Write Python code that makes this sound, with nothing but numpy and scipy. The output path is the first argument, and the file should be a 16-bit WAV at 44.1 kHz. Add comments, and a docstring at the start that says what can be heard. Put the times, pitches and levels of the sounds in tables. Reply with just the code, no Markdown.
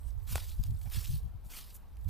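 """Footfalls on dry leaves

Someone walks away over fallen leaves in a wood. Footfalls, brushed leaves and a soil scuff are sums of many tiny
damped rings over hiss; snapping twigs are noise cracks with decaying modes; a bird's thin, high whistle is
a wavering sine. Band-shaped noise makes the distant hush of the wood and the wind that buffets two microphone
ports. Scattered, faint echoes answer the walker."""
import sys
import numpy as np
from scipy import signal
from scipy.fft import rfft, irfft, next_fast_len
from scipy.io import wavfile
from scipy.ndimage import uniform_filter1d, map_coordinates

SR = 44100
rng = np.random.default_rng(int(sys.argv[2]) if len(sys.argv) > 2 else 0)


def output_pcm(signal):
    """Save a mono or channel-first signal as 16-bit PCM at the path in sys.argv[1].

    Samples are clipped to [-1, 1] before scaling.
    """
    pcm = np.clip(np.atleast_2d(signal).T, -1, 1) * 32767
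    wavfile.write(sys.argv[1], SR, np.round(pcm).astype(np.int16))


N = 92301


def amp(db):
    """Logarithmic level: decibels to amplitude gain."""
    return 10 ** (np.asarray(db) / 20)


def unit(x):
    """Power normalisation: scale to rms 1."""
    return x / np.sqrt(np.mean(x ** 2) + 1e-20)


def clock():
    """Uniform sampling: the time of each sample in seconds."""
    return np.arange(N) / SR


def curves(rows):
    """Linear interpolation: one value per sample for each column after the time."""
    s, *cols = np.transpose(rows)
    return np.array([np.interp(clock(), s, c) for c in cols])


def wobble(rate):
    """Spline interpolation: a smooth random curve with rate knots a second."""
    knots = rng.standard_normal(4096)
    return map_coordinates(knots, [clock() * rate + 2], mode="wrap")


def swish(s, width, db):
    """Gaussian envelope: a gain that swells and fades around time s, with standard deviation width."""
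    return amp(db) * np.exp(-.5 * ((clock() - s) / width) ** 2)


def filtered(x, response):
    """Linear filtering: multiply the spectrum of x by a zero-phase response of frequency."""
    m = next_fast_len(N + SR // 2)
    spectrum = rfft(x, m) * response(np.fft.rfftfreq(m, 1 / SR))
    return irfft(spectrum, m)[..., :N]


def coloured(x, points):
    """Spectral shaping: x through a (Hz, dB) curve on a logarithmic frequency axis, at rms 1."""
    f, db = np.transpose(points)
    return unit(filtered(x, lambda hz: amp(np.interp(np.log(hz + 1), np.log(f), db))))


def stereo(mid, side):
    """Sum and difference: left and right from mid and side."""
    return np.array([mid + side, mid - side])


def patchy(x, depth_db):
    """Short-lived resonance: random peaks a few hundred Hz wide that last tens of ms."""
    z = signal.stft(x, nperseg=512)[2]
    field = rng.standard_normal(z.shape[1:])
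    field = uniform_filter1d(field, size=4, axis=0)  # over frequency
    field = uniform_filter1d(field, size=6, axis=1)  # over time
    return signal.istft(z * amp(depth_db * unit(field)), nperseg=512)[1][:, :N]


def crinkle(spectrum, rate, spread_db, hiss_db, centre_hz=6500, cycles=1.23, clump_db=2, patch_db=3.0,
            side_db=-22, count=20000, size=96):
    """Brittle fracture: damped rings of scattered size and pitch, rate a second, over clumped rubbing hiss."""
    when, strength, pitch, place = rng.random((count, 4))[:int(rate * N / SR)].T
    hz = np.clip(centre_hz * 2 ** (3 * (pitch - .5)), 500, 15000)  # 1.5 octaves either way
    turns = hz[:, None] * np.arange(size) / SR
    # a few strong fractures among many weak ones, capped at three spreads
    height = amp(-spread_db * np.log(np.maximum(strength, np.exp(-3))))
    rings = height[:, None] * np.sin(2 * np.pi * turns) * np.exp(-turns / cycles)
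    at = ((when * N).astype(int)[:, None] + np.arange(size)).ravel()
    pair = []
    for weight in (1, place[:, None] - .5):  # mid, then side
        pair.append(unit(np.bincount(at, (rings * weight).ravel(), N + size)[:N]))
    pair = np.array(pair) + amp(hiss_db) * rng.standard_normal((2, N))
    clumped = patchy(pair, patch_db) * amp(clump_db * wobble(130))
    mid, side = coloured(clumped, spectrum)
    return stereo(mid, amp(side_db) * side)


CONTACT_DB, SWELL = -12.5, 2.12  # first touch relative to full weight; curvature of the rise
TOUCH_S = 0.013  # time for the sole to meet the leaves


def load(start, rise, db, release):
    """Dynamic loading: sudden touch, swell to full weight, then release at a steady dB rate."""
    t = clock() - start
    swell_db = CONTACT_DB * np.clip(1 - t / rise, 0, 1) ** SWELL
    release_db = release * np.maximum(t - rise, 0)
    return np.clip(t / TOUCH_S, 0, 1) * amp(db + swell_db - release_db)


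# Footfalls. Each row: first contact in seconds, time to full weight in seconds, level in dB,
# release in dB per second.
STEPS = [(0.265, 0.098, -44, 114), (0.9, 0.064, -43.5, 111), (1.49, 0.09, -46, 147),
         (2.073, 0.052, -50, 120)]
CRUSH_DB, CRUSH_RELEASE_DB_PER_S = -8.5, 212  # packed layer: level relative to the step, and its release
# A shoe scraping the soil: centre in seconds, standard deviation in seconds, level in dB.
SCUFF = (.867, .009, -60)
# Spectra of the top leaves, packed layer and soil. Each row: frequency in Hz, relative density in dB.
LEAVES = [(200, -1), (600, -9.5), (1700, -2.5), (2400, -7), (4000, 0), (5200, 1), (7000, -2), (15000, 3.5)]
PACKED = [(150, -30), (400, 0), (700, -6.5), (1250, 5.5), (1700, -12), (2400, 9.5), (4500, 2.5), (8000, 11),
          (15000, -6)]
SOIL = [(200, -24), (450, -4), (750, 0.5), (1200, -10), (2400, -1), (5000, -17), (15000, -32)]


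def footfalls():
    """Crushing under load: bright top leaves, a faster-fading crunch of the packed layer, one soil scuff."""
    top = sum(load(*step) for step in STEPS)
    deep = sum(load(s, rise, db + CRUSH_DB, CRUSH_RELEASE_DB_PER_S) for s, rise, db, _ in STEPS)
    crackle = crinkle(LEAVES, rate=3000, spread_db=2, hiss_db=0, side_db=-64)
    crunch = crinkle(PACKED, rate=2200, spread_db=1.5, hiss_db=-0.5, centre_hz=2650, cycles=0.87, side_db=-55)
    scrape = crinkle(SOIL, rate=2000, spread_db=2, hiss_db=4, centre_hz=1500, cycles=0.42, side_db=-29)
    return top * crackle + deep * crunch + swish(*SCUFF) * scrape


# Feet brushing through loose leaves. Each row: centre in seconds, standard deviation in seconds,
# level in dB before the tilt, brightness (treble relative to low part) in dB.
BRUSHES = [(0.084, 0.024, -64, -2.5), (0.495, 0.022, -51.5, -9), (0.651, 0.03, -59.5, -7),
           (0.854, 0.041, -61.5, 4), (1.053, 0.015, -47.5, -4), (1.138, 0.031, -49, -5.5),
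           (1.474, .025, -63.5, 2), (1.698, 0.021, -62, -7), (1.752, 0.012, -57, 17.5)]
# Disturbed leaves settling between the steps. Each row: time in seconds, level in dB.
SETTLING = [(0, -71.5), (.17, -75.5), (.3, -59), (.6, -65), (.78, -65.5), (1.15, -64), (1.34, -82),
            (1.65, -72), (1.88, -81.5), (2.05, -68)]
# Spectrum of loose leaves. Each row: frequency in Hz, relative density in dB.
LOOSE = [(300, -34), (900, -14), (2200, -11.5), (3600, -1.5), (6000, 0.5), (15000, 6.5)]


def loose_leaves():
    """Friction and settling: brushed leaves rustle, the driest brightest, and sparser ticks follow a curve."""
    settle_db, = curves(SETTLING)
    rustle = crinkle(LOOSE, rate=2200, spread_db=4, hiss_db=-2.5, side_db=-38)
    low = filtered(rustle, lambda hz: 1 / (1 + (hz / 6000) ** 4))
    high = rustle - low
    brushed = 0
    for s, width, db, bright in BRUSHES:
        tilted = amp(-bright / 2) * low + amp(bright / 2) * high
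        brushed = brushed + swish(s, width, db) * tilted
    ticks = crinkle(LOOSE, rate=470, spread_db=4, hiss_db=0, centre_hz=8730, side_db=-27)
    return brushed + amp(settle_db) * ticks


# Twigs breaking. Each row: start in seconds, gain in dB, woody knock relative to the crack in dB,
# ratio that multiplies the mode frequencies.
SNAPS = [(0.3565, -18.5, -1.5, 1.06), (0.3793, -32.5, 2, 1.35), (0.6374, -30, -7.5, 5),
         (0.662, -44, -20, 3.8), (.815, -44.5, -4, 3.17), (0.9, -40.5, -18, 4.5), (.946, -39, -7, 3.7),
         (1.056, -39, -3.5, 5.2), (1.588, -41.5, 1.5, 1.9), (1.753, -39, -29, 5), (1.969, -49.5, -7, 3.23)]
# Modes of a twig. Each row: frequency in Hz at ratio 1, level in dB, time to fall 60 dB in seconds.
TWIG = [(540, -9.5, .009), (717, 2, 0.0078), (990, 0.5, 0.0077), (1350, -4.5, 0.012), (2500, -0.5, 0.0054)]
CRACK_T60_S, SNAP_ATTACK_S = 0.0075, 0.00075  # time to fall 60 dB; time constant of the onset


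def twigs():
    """Modal decay: each break is a short noise crack with a dead, woody knock; thinner twigs knock higher."""
    out, t = np.zeros(N + SR), np.arange(SR // 20) / SR
    onset = 1 - np.exp(-t / SNAP_ATTACK_S)
    for s, db, knock_db, ratio in SNAPS:
        knock = sum(amp(level - 60 * t / t60) * np.sin(2 * np.pi * ratio * hz * t) for hz, level, t60 in TWIG)
        crack = amp(-60 * t / CRACK_T60_S) * rng.standard_normal(len(t))
        out[round(s * SR):][:len(t)] += amp(db) * onset * (crack + amp(knock_db) * knock)
    return out[:N]


def trunks(x, wet_db=-17, t60=0.26, reach_s=.12, count=24):
    """Scattering: faint answers from the tree trunks, as sparse delayed copies of random sign."""
    delay, sign = rng.random((count, 2)).T
    delay = .008 + reach_s * delay
    taps = np.bincount((delay * SR).astype(int), np.sign(sign - .5) * amp(-60 * delay / t60))
    taps = taps[None] / np.linalg.norm(taps)
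    return amp(wet_db) * signal.fftconvolve(x, taps, axes=1)[:, :N]


# Bird whistle. Each row: time in seconds, central pitch in Hz, central level in dB.
BIRD = [(0, 8150, -69), (.04, 8170, -67), (.095, 7980, -67), (.115, 8000, -79), (.17, 8000, -84),
        (.24, 7880, -78), (.3, 7850, -95)]
BIRD_LEAD_RAD = 1.94  # phase between the ports: the bird sits off to one side


def bird():
    """Frequency modulation: a thin, wavering sine whistle that sags and fades."""
    hz, db = curves(BIRD)
    phase = 2 * np.pi * np.cumsum(hz + 75 * wobble(350)) / SR
    gain = amp(db + 3 * wobble(80)) * (clock() < BIRD[-1][0])  # silent after the last row
    return gain * np.sin(phase + BIRD_LEAD_RAD * np.array([[.5], [-.5]]))


def turbulence(spectrum, size=1500):
    """Turbulent pressure: low noise, unrelated at the two ports, its short-term power held near 1."""
    x = coloured(rng.standard_normal((2, N)), spectrum)
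    power = uniform_filter1d(uniform_filter1d(x ** 2, size), size // 2)
    return x / np.sqrt(np.abs(power) + 0.00057)


# Base wind at the ports, rising and falling. Each row: time in seconds, left level in dB, right level in dB.
WIND = [(0, -48, -44), (.06, -48, -31.5), (.2, -47.5, -36), (.47, -42, -36.5), (.8, -45, -35),
        (1.05, -45.5, -35.5), (1.18, -54, -33), (1.3, -42, -45.5), (1.6, -50, -47.5), (1.9, -49, -50),
        (2.0, -44, -38)]
# Eddies striking the ports. Each row: centre in seconds, standard deviation in seconds,
# left level in dB, right level in dB.
BUFFETS = [(0.178, 0.026, -45, -35.5), (0.328, 0.021, -38.5, -30.5), (0.358, 0.017, -32, -36),
           (0.601, 0.01, -22, -66), (0.709, 0.035, -31.5, -28.5), (0.87, 0.0096, -63, -30.5),
           (0.976, 0.012, -33.5, -23.5), (1.097, 0.011, -28.5, -32.5), (1.149, 0.025, -30, -30.5),
           (1.256, 0.02, -30.5, -53), (1.36, 0.0089, -36, -57), (1.461, 0.0072, -34.5, -45),
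           (2.072, 0.013, -58, -25.5)]
# Spectra of the shifting base draught and the eddies. Each row: frequency in Hz, relative density in dB.
DRAUGHT = [(12, -9.5), (25, 3.5), (60, 6), (85, -0.5), (125, -12.5), (200, -43), (400, -38.5), (900, -100)]
EDDY = [(15, -7), (40, -1), (80, 7.5), (115, -2), (160, -11.5), (230, -27), (380, -45), (900, -72)]


def wind():
    """Flow noise: a deep, shifting draught on both ports, with brief eddies that thump on one or both."""
    thumps = [sum(swish(s, width, dbs[port]) for s, width, *dbs in BUFFETS) for port in range(2)]
    return amp(curves(WIND)) * turbulence(DRAUGHT) + np.array(thumps) * turbulence(EDDY)


# Spectrum of the distant wood. Each row: frequency in Hz, relative density in dB.
FOREST = [(100, 6.5), (200, 8), (330, -2), (600, -1), (900, 0), (1400, -6.5), (2000, -12), (4000, -16),
          (8000, -26.5), (15000, -20.5)]
# Stereo width of the wood. 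Each row: frequency in Hz, side relative to mid in dB.
FOREST_WIDTH = [(300, -6.5), (900, -10), (2000, -9.5), (5000, -5.5), (8000, -6), (14000, -4)]
FOREST_DB = -65.5  # level of the hush before the side is narrowed


def forest():
    """Diffuse field: the steady, distant hush of the wood as independent mid and side noise."""
    mid, side = coloured(patchy(rng.standard_normal((2, N)), depth_db=1.5), FOREST)
    f, db = np.transpose(FOREST_WIDTH)
    side = filtered(side, lambda hz: amp(np.interp(hz, f, db)))
    return amp(FOREST_DB) * stereo(mid, side)


def scene():
    """Superposition: the walker ahead with echoes, the bird, the wood around, wind at the microphone."""
    walker = footfalls() + loose_leaves() + twigs()
    return walker + trunks(walker) + bird() + forest() + wind()


# Microphone colour. Each row: frequency in Hz, gain in dB.
MIC = [(6000, -0.5), (7200, -1.5), (8000, 2), (8700, -2), (10100, 2.5), (11300, -1.5), (12500, -6),
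       (12950, 6.5), (13500, 4.5), (14300, 1.5), (15100, -6.5), (15700, -24)]
TOP_HZ = 15750  # band limit


def record(dry):
    """Frequency response: the microphone colours the top treble and keeps nothing above the band limit."""
    f, db = np.transpose(MIC)
    return filtered(dry, lambda hz: amp(np.interp(hz, f, db)) * (hz < TOP_HZ))


dry = scene()
out = record(dry)
output_pcm(out)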